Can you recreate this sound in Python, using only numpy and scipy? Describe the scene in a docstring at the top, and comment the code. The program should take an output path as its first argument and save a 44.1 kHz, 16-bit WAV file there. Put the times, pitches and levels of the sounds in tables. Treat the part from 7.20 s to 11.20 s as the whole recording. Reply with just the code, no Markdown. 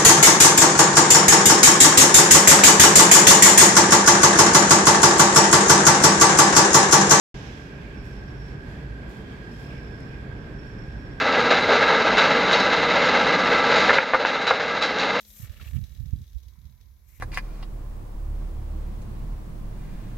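"""Ventilation rumbles and hums in a hall beside an elevator, heard from a handheld phone.
A hiss dies away at the start. A bearing whirrs with a quick throb, and rubbing metal gives a thin
whine that comes and goes as the car travels. There are a few faint far scrapes and, close to the
microphone, soft rustles of cloth and one tiny tick."""
import sys
import numpy as np
from scipy import signal
from scipy.fft import rfft, irfft
from scipy.io import wavfile

SR = 44100
rng = np.random.default_rng(int(sys.argv[2]) if len(sys.argv) > 2 else 0)


def generate_wav(signal):
    """Clip the signal to [-1, 1] and save it as 16-bit WAV at the path in sys.argv[1]."""
    frames = np.transpose(np.atleast_2d(signal))
    scaled = np.clip(frames, -1, 1) * 32767
    pcm = np.round(scaled).astype(np.int16)
    wavfile.write(sys.argv[1], SR, pcm)


N = 176400


def undb(db):
    """Decibels to gain."""
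    return 10 ** (np.asarray(db) / 20)


def seconds():
    """Time of every sample."""
    return np.arange(N) / SR


def bins():
    """Bin frequencies, floored at 1 Hz."""
    return np.maximum(np.arange(N // 2 + 1) * SR / N, 1)


def over_pitch(points):
    """Join (f/Hz, value) points on a log-frequency axis."""
    hz, value = np.array(points, float).T
    return np.interp(np.log(bins()), np.log(hz), value)


def over_time(points):
    """Join (t/s, value) points."""
    return np.interp(seconds(), *np.array(points, float).T)


def lean(db):
    """Stereo gains for a left-minus-right level."""
    return undb(np.array([[1], [-1]]) * db / 2)


def walk(rate_hz):
    """Smooth random drift, unit spread."""
    drift = irfft(rfft(rng.standard_normal(N)) / (1 + (bins() / rate_hz) ** 4), N)
    return (drift - drift.mean()) / drift.std()


def swells(rows):
    """Bell-shaped envelopes, summed in power."""
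    t = seconds()
    bells = (undb(db) * np.exp(-.5 * ((t - at_s) / sigma_s) ** 2) for at_s, sigma_s, db in rows)
    return np.sqrt(sum(bell ** 2 for bell in bells))


# Hall sound field: f/Hz, L-R correlation
CORRELATION = [(50, 1), (200, .93), (430, 0.79), (620, 0.25), (850, 0.43), (1500, -0.37), (2400, 0.17),
               (3200, -0.03)]

def diffuse(gain):
    """Reverberant stereo noise, alike in the bass, unrelated in the treble; gain per root Hz."""
    mid, side = rfft(rng.standard_normal((2, N))) * np.sqrt(SR / 2)
    correlation = over_pitch(CORRELATION)
    mid *= np.sqrt((1 + correlation) / 2)
    side *= np.sqrt((1 - correlation) / 2)
    return irfft(np.array([mid + side, mid - side]) * gain, N)


def resonance(hz, width_hz):
    """A resonance kept ringing by friction, unit rms."""
    ring = diffuse(1 / (1 + ((bins() - hz) / width_hz * 1.3) ** 2))
    return ring / ring.std()


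# Air spectrum: f/Hz, density/(dB per Hz)
AIR_SPECTRUM = [(10, -84), (22, -72), (30, -66), (39, -59.5), (52, -55.5), (76, -58), (89, -76.5),
                (102, -60), (118, -60.5), (136, -58), (157, -63.5), (205, -64), (250, -67.5), (290, -66),
                (360, -71.5), (440, -72), (520, -76), (800, -81), (1300, -84.5), (1850, -84.5), (2100, -87),
                (2450, -86), (2900, -93.5), (3350, -90.5), (3800, -97.5), (5000, -97.5), (6200, -106.5),
                (7800, -105), (8700, -114.5), (12000, -113), (13500, -117), (15500, -119.5)]
# Air balance: f/Hz, L-R/dB
AIR_BALANCE = [(50, -2.5), (100, -0.4), (350, -1.5), (1200, -3.5), (2400, -7), (4200, -7), (6200, -7),
               (7700, -1), (9200, 4), (10500, 6.5), (13000, -0.5), (15500, -4)]
# Bass drift: t/s, level/dB
BASS_DRIFT = [(.15, -3), (1.1, -1), (1.8, -0.5), (2.3, -6.5), (2.9, 1.5), (4, 0)]
# Treble drift: t/s, level/dB
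TREBLE_DRIFT = [(.15, 0.68), (.7, 0.21), (1.2, -0.12), (1.8, -0.64), (2.4, 1.6), (3.1, -1.8), (4, -1.6)]

def ventilation(bass_hz=101, treble_hz=2700, flicker_db=.9):
    """Duct rumble and flickering air noise; bass and treble drift as the listener moves."""
    air = diffuse(undb(over_pitch(AIR_SPECTRUM)) * lean(over_pitch(AIR_BALANCE)))
    bass = irfft(rfft(air) / (1 + (bins() / bass_hz) ** 4), N)
    treble = irfft(rfft(air) / (1 + (treble_hz / bins()) ** 4), N)
    body = air - bass - treble
    bass *= undb(over_time(BASS_DRIFT))
    body *= undb(flicker_db * walk(8.3))
    treble *= undb(over_time(TREBLE_DRIFT) + flicker_db * walk(6.8))
    return bass + body + treble


# Fan and motor tones: f/Hz, level/dB, wander/Hz
HUM_TONES = [(53.9, -47, 1.09), (102.7, -51, 0.88), (133.55, -52, 1.5), (398, -59, 1.54), (433, -62, 1.22),
             (590, -67.5, 1.05), (1556, -68, 1.77), (6059, -87, 5)]

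def hum(waver_db=2.5):
    """Fans and motors, wavering in pitch and level."""
    out = 0
    for hz, db, wander_hz in HUM_TONES:
        turns = np.cumsum(hz + wander_hz * walk(2.78)) / SR + rng.random()
        out += np.sqrt(2) * np.sin(2 * np.pi * turns) * undb(db + waver_db * walk(1.8))
    return out * lean(db=-2.5)


# Scrapes: t/s, sigma/s, level/dB
SCRAPE_SWELLS = [(.68, 0.19, -57), (2.55, 0.062, -55), (2.94, .05, -58)]

def scrapes():
    """Far scrapes, blurred by the hall."""
    return resonance(hz=2400, width_hz=410) * swells(SCRAPE_SWELLS) * lean(db=-9.5)


# Cloth spectrum: f/Hz, density/(dB per Hz)
CLOTH_SPECTRUM = [(500, -135), (1500, -112), (3500, -99), (6000, -103), (7500, -103), (9000, -109),
                  (12000, -108), (15500, -114)]
# Brushes: t/s, sigma/s, level/dB
CLOTH_SWELLS = [(.86, 0.019, 1), (.91, .04, -5), (1.5, 0.061, -8), (1.917, 0.027, 1.5), (1.975, .045, -1.5),
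                (2.345, 0.027, -0.5), (2.42, .045, 1)]

def rustles(grain_db=2):
    """Grainy brushes of cloth near the microphone."""
    balance = lean(over_pitch(AIR_BALANCE) / 2 + .5)
    cloth = diffuse(undb(over_pitch(CLOTH_SPECTRUM)) * balance)
    return cloth * swells(CLOTH_SWELLS) * undb(grain_db * walk(160))


def tick(at_s=2.8063, band_hz=(4300, 10000)):
    """One tiny dry tick on the left."""
    impulse = signal.unit_impulse(N, int(at_s * SR))
    band = signal.butter(2, band_hz, "band", fs=SR, output="sos")
    return signal.sosfilt(band, impulse + 1e-18) * undb(-38) * lean(db=14)


# Hiss spectrum: f/Hz, density/(dB per Hz)
HISS_SPECTRUM = [(150, -130), (350, -87), (700, -78.5), (1300, -85), (2200, -83.5), (3200, -84),
                 (4300, -93), (5800, -90), (7500, -100), (9000, -111), (12000, -112), (15500, -128)]

def hiss(hold_s=.27, fall_db_per_s=39):
    """A broad hiss holds briefly and dies away in the hall."""
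    decay = undb(-fall_db_per_s * np.maximum(seconds() - hold_s, 0))
    balance = lean(over_pitch(AIR_BALANCE) - 1)
    return diffuse(undb(over_pitch(HISS_SPECTRUM)) * balance) * decay


# Bearing spectrum: f/Hz, density/(dB per Hz)
BEARING_SPECTRUM = [(1100, -160), (1350, -95), (1470, -83.5), (1580, -72), (1640, -71), (1730, -85),
                    (1900, -87), (2400, -160)]

def bearing(turn_hz=8.1, throb_db=1):
    """A narrow whirr that throbs once per turn."""
    throb = undb(throb_db * np.sin(2 * np.pi * turn_hz * seconds()))
    return diffuse(undb(over_pitch(BEARING_SPECTRUM))) * throb * lean(db=-4.5)


# Spells of rubbing: start/s, end/s, f/Hz, width/Hz, level/dB
WHINE_SPELLS = [(.1, .56, 5285, 70, -68.5), (.76, 1.4, 5425, 70, -64.5), (1.4, 1.64, 5400, 110, -76),
                (1.92, 2.5, 3186, 18, -67.5), (2.28, 2.9, 5285, 55, -65), (2.36, 3.04, 5405, 80, -69),
                (3.15, 3.28, 5370, 90, -68), (3.34, 3.72, 5420, 85, -65), (3.7, 4.05, 5415, 80, -66.5)]

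def whine(rise_s=.057, fall_s=.13):
    """Rubbing metal sings thinly on the right, its faint octave on the left."""
    t, out = seconds(), 0
    for start_s, end_s, hz, width_hz, db in WHINE_SPELLS:
        rise = np.clip((t - start_s) / rise_s + .5, 0, 1)
        fall = np.clip((end_s - t) / fall_s + .5, 0, 1)
        tone = resonance(hz, width_hz) * lean(db=-7.8)
        octave = resonance(2 * hz, 2 * width_hz) * undb(-24.5) * lean(db=10)
        out += undb(db) * rise * fall * (tone + octave)
    return out


def scene():
    """Machinery in the hall and the small sounds nearby."""
    return ventilation() + hum() + scrapes() + rustles() + tick() + hiss() + bearing() + whine()


def record(dry):
    """The phone opens after a moment of silence and cuts the top."""
    start_s, ramp_s, top_hz = .1422, .0015, 15750
    opening = np.clip((seconds() - start_s) / ramp_s, 0, 1)
    lowpass = signal.ellip(10, .1, 80, top_hz, fs=SR, output="sos")
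    return signal.sosfilt(lowpass, dry * opening)


dry = scene()
out = record(dry)
generate_wav(out)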